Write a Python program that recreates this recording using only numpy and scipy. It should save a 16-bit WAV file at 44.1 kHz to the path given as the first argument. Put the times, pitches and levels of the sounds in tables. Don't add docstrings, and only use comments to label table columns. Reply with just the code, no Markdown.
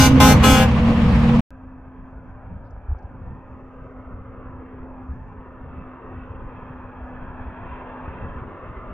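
import sys
import numpy as np
from scipy import signal
from scipy.io import wavfile
from scipy.ndimage import uniform_filter1d

SR = 44100
rng = np.random.default_rng(int(sys.argv[2]) if len(sys.argv) > 2 else 0)


def generate_wav(sig):
    pcm = np.round(np.clip(np.atleast_2d(sig).T, -1, 1) * 32767).astype(np.int16)
    wavfile.write(sys.argv[1], SR, pcm)


N = 393813
T = np.arange(N) / SR
NEAR_END_S, FAR_START_S = 1.407, 1.506
EDGE_HZ = 15620
OPEN_DB = -19

# opens_s, shuts_s, level_db (at opening, before the sag), rise_s
BLASTS = [(-.02, 0.063, -12.5, 0.0056), (0.195, 0.323, -12, 0.0081), (.413, 0.631, -12.5, .028)]


def gain_of(db):
    return 10 ** (np.asarray(db) / 20)


def evened(x):
    return x / np.sqrt(np.mean(x ** 2) + 1e-20)


def read(points, hz):
    f, value = np.transpose(points)
    return np.interp(np.log(hz + 1), np.log(f + 1), value)


def columns(rows, t):
    s, *rest = np.transpose(rows)
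    return [np.interp(t, s, column) for column in rest]


def steady(points):
    return lambda hz, s: read(points, hz) + 0 * s


def wander(t, per_s):
    f = np.geomspace(per_s / 12, per_s, 12)[:, None]
    coarse = np.arange(t[0], t[-1] + .01, .005)
    sines = np.sin(2 * np.pi * (f * coarse + rng.random(f.shape)))
    slow = (sines / np.sqrt(f)).sum(0)
    return np.interp(t, coarse, slow / np.sqrt(np.sum(.5 / f)))


def noise(t, colour_db, same, patchy_db, flicker_db, lean=((1, 0), (2, 0)), patch_frames=10, patch_bins=14):
    frames, hz = len(t) // 256 + 5, np.fft.rfftfreq(1024, 1 / SR)
    a, b, c, d, patches = rng.standard_normal((frames, 513, 5)).T
    flicker = evened(uniform_filter1d(patches.mean(0), size=3))
    patches = uniform_filter1d(patches, size=round(patch_frames), axis=1)
    patches = evened(uniform_filter1d(patches, size=round(patch_bins), axis=0))

    shape = gain_of(colour_db(hz[:, None], t[0] + np.arange(frames) * 256 / SR))
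    shape = shape / np.linalg.norm(shape, axis=0)
    shape = shape * gain_of(patchy_db * patches + flicker_db * flicker)

    like = np.clip(read(same, hz), -1, 1)[:, None]
    tilt = gain_of(read(lean, hz) / 2)[:, None]
    left = a + 1j * b
    right = like * left + np.sqrt(1 - like ** 2) * (c + 1j * d)
    spectra = shape * np.array([left * tilt, right / tilt])
    return evened(signal.istft(spectra, nperseg=1024, noverlap=768)[1][:, :len(t)])


def drone(width_hz, rows, t, fuzz):
    hz, db = columns(rows, t)
    keep = np.exp(-np.pi * width_hz / SR)
    chance = rng.standard_normal((len(t) + SR, 2)) @ [1, 1j]
    blur = signal.lfilter([1], [1, -keep], chance)[SR:] * np.sqrt((1 - keep ** 2) / 2)
    blur = uniform_filter1d(blur.real, size=300) + 1j * uniform_filter1d(blur.imag, size=300)
    carrier = np.exp(2j * np.pi * np.cumsum(hz) / SR)
    wave = (np.sqrt(1 - fuzz) + np.sqrt(fuzz) * blur) * carrier
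    return np.sqrt(2) * gain_of(db) * wave.real


def horns(t):
    low_horn = 208.7, [-13, -11, -13, -2.5, -6.5, -10.5, -6.5, -14, -15.5, -12, -11, -12, -13, -8, -15.5,
                -14, -15, -18.5, -21, -17.0, -16.5, -18.5, -17, -18, -14, -18.5, -18.5, -17, -18, -13.5]
    high_horn = 259.3, [-5.5, -6, -6, -4, -6.5, -7.5, -13, -12.5, -10, -14, -8, -16, -11.5, -13.5, -17.5,
                 -17.5, -17, -20, -14.5, -17, -17, -18, -17, -11]
    low_linger, high_linger = 0.18, 0.26
    # pitch_hz, relative density_db (per Hz)
    air_jet = [(300, -25.5), (1200, -4.5), (4000, -9), (9600, -16.5), (15000, -17)]

    t_open = t[:round(.75 * SR)]
    jet = noise(t_open, steady(air_jet), [(500, .8), (5000, .2)], patchy_db=1.0, flicker_db=1.6)
    pair = trumpet(t_open, *low_horn, low_linger) + trumpet(t_open, *high_horn, high_linger)
    both = (evened(pair) + gain_of(-20.0) * jet) * gain_of(valve_db(t_open))
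    both = np.pad(both, ((0, 0), (0, len(t) - len(t_open))))

    lag = np.arange(SR // 2) / SR
    taps = rng.standard_normal((2, len(lag))) * gain_of(-60 * lag / 0.3) * (lag > .012)
    taps = signal.lfilter(*signal.butter(1, 4000, fs=SR), taps)
    echo = signal.fftconvolve(both, taps / np.linalg.norm(taps[0]), axes=1)[:, :len(t)]
    return both + gain_of(-17) * echo


def trumpet(t, hz, levels_db, linger):
    # pitch_hz, relative level_db
    bell = [(6500, -19), (8000, -20.5), (9600, -27), (12000, -23), (15000, -30.5)]
    # pitch_hz, drift_db_per_s
    horn_drift = [(500, 4.5), (790, 16), (1040, -11), (1280, 8), (1460, -10), (1670, 17.5), (1815, -12),
                  (1900, 5.5), (3300, -0.5), (3900, -6.5)]
    # pitch_hz, left_minus_right_db
    horn_lean = [(600, 0.5), (2500, 3.5), (5000, 1), (9000, -5.5), (13000, 0)]
    burst_peak_db, burst_s = 4, 0.024

    turns = np.cumsum(hz * (1 + .0008 * wander(t, 20) + .001 * wander(t, 90))) / SR
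    out = np.zeros((2, len(t)))
    closing_db = np.clip(valve_db(t) - OPEN_DB, -20, 0)
    burst_db = sum(burst_peak_db * np.exp(-abs(t - opens - rise) / burst_s) for opens, _, _, rise in BLASTS)
    opened = np.transpose(BLASTS)[0]
    held_s = t - opened[np.searchsorted(opened, t) - 1]
    dull_db = -55 * np.maximum(held_s - .11, 0)

    for k in range(1, int(EDGE_HZ / hz)):
        partial_hz = k * hz
        level_db = levels_db[k - 1] if k <= len(levels_db) else read(bell, partial_hz)
        low = max(1 - partial_hz / 4000, -.5)
        swell_db = low * (burst_db - linger * closing_db)
        swell_db = swell_db + read(horn_drift, partial_hz) * (t - .3)
        swell_db = swell_db + dull_db * np.clip(partial_hz / 2000 - 1.5, 0, 1) + 3.0 * wander(t, 12)
        start = rng.random()
        apart = min(partial_hz / 4000, 1.6)
        for side, lean_db in zip(out, read(horn_lean, partial_hz) * np.array([.5, -.5])):
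            gain = gain_of(level_db + swell_db + lean_db + 1.5 * apart * wander(t, 6))
            shift = 1.1 * apart * wander(t, 8)
            side += gain * np.cos(2 * np.pi * (k * turns + start) + shift)
    return out


def valve_db(t):
    sag_db_per_s = 15.5
    shut_db, release_s, release_bend = -49.5, .057, 1.3
    opens, shuts, db, rise = np.transpose(BLASTS)[:, :, None]
    held_db = db - sag_db_per_s * (t - opens)
    unopened = np.maximum(1 - (t - opens) / rise, 0)
    released = (np.maximum(t - shuts, 0) / release_s) ** release_bend
    blasts_db = held_db + (shut_db - held_db) * (unopened + released)
    return np.maximum(blasts_db.max(0), shut_db - 19.5)


def engine(t):
    # time_s, cycles_per_s
    speed = [(0, 19.5), (.6, 18.9), (1.41, 19.25)]
    # multiple of the cycle, first_db, last_db
    firing = [(3, -28.5, -23.5), (4, -19, -26.5), (6, -33.5, -27), (8, -33.5, -26), (10, -30, -24.5),
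              (12, -26, -17)]
    turns, way = np.cumsum(columns(speed, t)[0]) / SR, t / NEAR_END_S
    out = np.zeros(len(t))
    for k, first_db, last_db in firing:
        level_db = first_db + (last_db - first_db) * way + 6 / k * wander(t, 10)
        out += gain_of(level_db) * np.cos(2 * np.pi * (k * turns + rng.random()))
    return np.sqrt(2) * out


def truck_drones(t):
    # width_hz, then rows of time_s, pitch_hz, level_db (before the stereo lean)
    drones = [(3, [(0, 139.1, -22), (.55, 138.4, -20.5), (.9, 141, -28.5), (1.41, 141.1, -22.5)]),
              (30, [(0, 261, -15.5), (.53, 264.5, -19.5), (.65, 263.3, -38.5), (1.41, 264, -46)]),
              (1.997, [(0, 485.8, -40), (1.41, 483.5, -33.5)]), (2, [(0, 496.5, -40.5), (1.41, 495, -35)])]
    return gain_of([[-1.5], [1.5]]) * sum(drone(*rows, t, fuzz=.3) for rows in drones)


def road_roar(t):
    # pitch_hz, relative density_db (per Hz)
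    colour = [(12, -38), (20, -8), (196, -6.5), (232, -9), (259, -11), (372, -27.5), (491, -17),
              (581, -21.5), (1200, -22.5), (1380, -29), (2680, -31.5), (15500, -74)]
    # time_s, level_db
    level = [(0, -16.5), (.4, -14.5), (.7, -18), (1.41, -19)]
    # pitch_hz, left-right likeness (0 to 1)
    same = [(250, .975), (640, .88), (1400, .53), (3100, 0), (6800, .44)]
    return noise(t, steady(colour), same, patchy_db=1.1, flicker_db=1.0) * gain_of(columns(level, t)[0])


def near_truck():
    t = T[:round(NEAR_END_S * SR)]
    mix = horns(t) + engine(t) + truck_drones(t) + road_roar(t)
    return mix * np.where(t > 1.398, gain_of(-8.0), 1)


def highway(t):
    # time_s, level_db of the wash without its whines, treble_db_per_khz regained as trucks near
    approach = [(1.51, -51, -1.5), (2.7, -49, -2), (4.5, -44.5, -1.5), (5.2, -47, -2), (5.8, -43.5, 0),
                (7.2, -42.5, 0), (7.9, -38.5, 1), (8.4, -39.5, 0.5), (8.93, -41, 1)]
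    # pitch_hz, relative density_db (per Hz)
    tyres = [(90, -44), (160, -19), (260, -6.5), (500, 0), (640, -3.5), (1400, -6), (1780, -14),
             (1900, -18), (2700, -22), (2850, -32.5), (3200, -32.5), (3500, -45.5), (3900, -51),
             (4100, -63), (7000, -97)]
    # pitch_hz, left-right likeness (0 to 1)
    same = [(100, 0.59), (600, 1), (1700, 0.87), (4000, 0.52)]
    # pitch_hz, left_minus_right_db
    lean = [(200, 1.5), (700, 1), (2400, -2), (4400, -23.5)]
    # pitch_hz, level_db relative to the wash
    whines = [(536, -14.5), (1000, -13), (1242, -17.5)]
    far_drone = 7, [(1.5, 259.1, -46), (2.2, 259.2, -46.5), (2.86, 259, -57), (3.5, 258.5, -46),
                 (4.1, 257.9, -44.5), (4.25, 257.7, -49), (4.6, 257.4, -44), (5.05, 257, -41),
                 (5.2, 256.5, -51.5), (5.8, 255.8, -45.5), (7.38, 252.4, -42.5), (7.52, 253.2, -47.5),
                 (8.05, 253.2, -42.5), (8.35, 247.6, -51)]

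    def colour_db(hz, s):
        treble_db_per_khz = columns(approach, s)[1] + .5 * wander(s, 25)
        treble_db = treble_db_per_khz * np.minimum(hz, 3000) / 1000
        ground_db = 2.26 * np.sin(hz / 130 + 2 * wander(s, 0.59))
        return read(tyres, hz) + treble_db + ground_db

    wash = noise(t, colour_db, same, patchy_db=2.5, flicker_db=0.67, lean=lean, patch_frames=24, patch_bins=2)
    for hz, db in whines:
        wash = wash + drone(16, [(t[0], hz, db)], t, fuzz=1)
    far = wash * gain_of(columns(approach, t)[0]) + drone(*far_drone, t, fuzz=.1)
    return np.array([far[0], np.roll(far[1], 2)])


def wind(t):
    # pitch_hz, relative density_db (per Hz)
    buffet = [(15, -33.5), (30, 5.5), (50, -2.5), (80, 5.5), (110, -17.5), (180, -7.5), (300, -18.5),
              (600, -77), (2000, -110)]
    # start_s, peak_db, pitch_hz, length in cycles
    thumps = [(2.15, -31, 55, 2.5), (2.73, -29, 60, 1.34), (2.769, -28.5, 56.5, 1.5), (2.84, -32, 55, 1.5),
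              (2.883, -17.5, 57.5, 1.94), (2.912, -14.5, 63, 1.7), (2.944, -27.5, 56.5, 1.8),
              (3.039, -26.5, 75.4, 2), (5.083, -24.5, 63.8, 3.1), (6.3, -29, 90, 2.3), (6.7, -26, 115, 1.6),
              (7.013, -27.5, 62, 2.9), (7.448, -26.5, 61.8, 3.4), (8.066, -27, 72.7, 3.3),
              (8.76, -28.5, 52.8, 1.9)]
    start_db, rise_db_per_s = -42, .5
    lumps = noise(t, steady(buffet), [(20, 0.97), (200, 0.94)], patchy_db=0.5, flicker_db=1.5)
    out = lumps * gain_of(start_db + rise_db_per_s * (t - t[0]) + 2.76 * wander(t, 12))
    for s, db, hz, cycles in thumps:
        u = (t - s) * hz / max(cycles, .6)
        at = (u > 0) & (u < 1)
        out[:, at] += gain_of(db) * np.sin(np.pi * u[at]) * np.sin(2 * np.pi * hz * (t[at] - s))
    return out


def ticks(t):
    # start_s, peak_db, pitch_hz
    dull_ticks = [(2.764, -36, 800), (2.915, -32, 800), (2.948, -31, 900)]
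    # start_s, level_db (rms at the crest), length_s, centre_hz
    rustles = [(2.62, -79, .09, 4300), (2.703, -72, .014, 5600), (2.977, -74, .025, 5200),
               (3.02, -78, .02, 5000), (5.103, -77, .01, 4200)]
    air = rng.standard_normal((2, len(t)))

    def band(lo_hz, hi_hz):
        sos = signal.butter(4, [lo_hz, hi_hz], "bandpass", fs=SR, output="sos")
        return evened(signal.sosfilt(sos, air))

    out = band(4600, 7200) * gain_of(-93.5 + 2.5 * wander(t, 5) + 1.5 * wander(t, 60))
    for s, db, hz in dull_ticks:
        u = np.clip(t - s, 0, 1)
        swell = np.sin(np.pi * np.clip(u * hz / 2, 0, 1)) ** 2
        out += gain_of(db) * swell * np.sin(2 * np.pi * hz * u)
    for s, db, length, hz in rustles:
        swell = np.sin(np.pi * np.clip((t - s) / length, 0, 1)) ** 2
        out += gain_of(db) * swell * band(hz / 1.22, hz * 1.22)
    return out


def faint_hiss(t):
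    return gain_of(-91) * rng.standard_normal((2, len(t)))


def scene():
    out, near, start = np.zeros((2, N)), near_truck(), round(FAR_START_S * SR)
    out[:, :near.shape[1]] = near
    t = T[start:]
    out[:, start:] = highway(t) + wind(t) + ticks(t) + faint_hiss(t)
    return out


def record(dry):
    edge = signal.firwin(1023, EDGE_HZ, window=("kaiser", 9), fs=SR)
    return signal.oaconvolve(np.clip(dry, -1, 1), edge[None], "same")


dry = scene()
out = record(dry)
generate_wav(out)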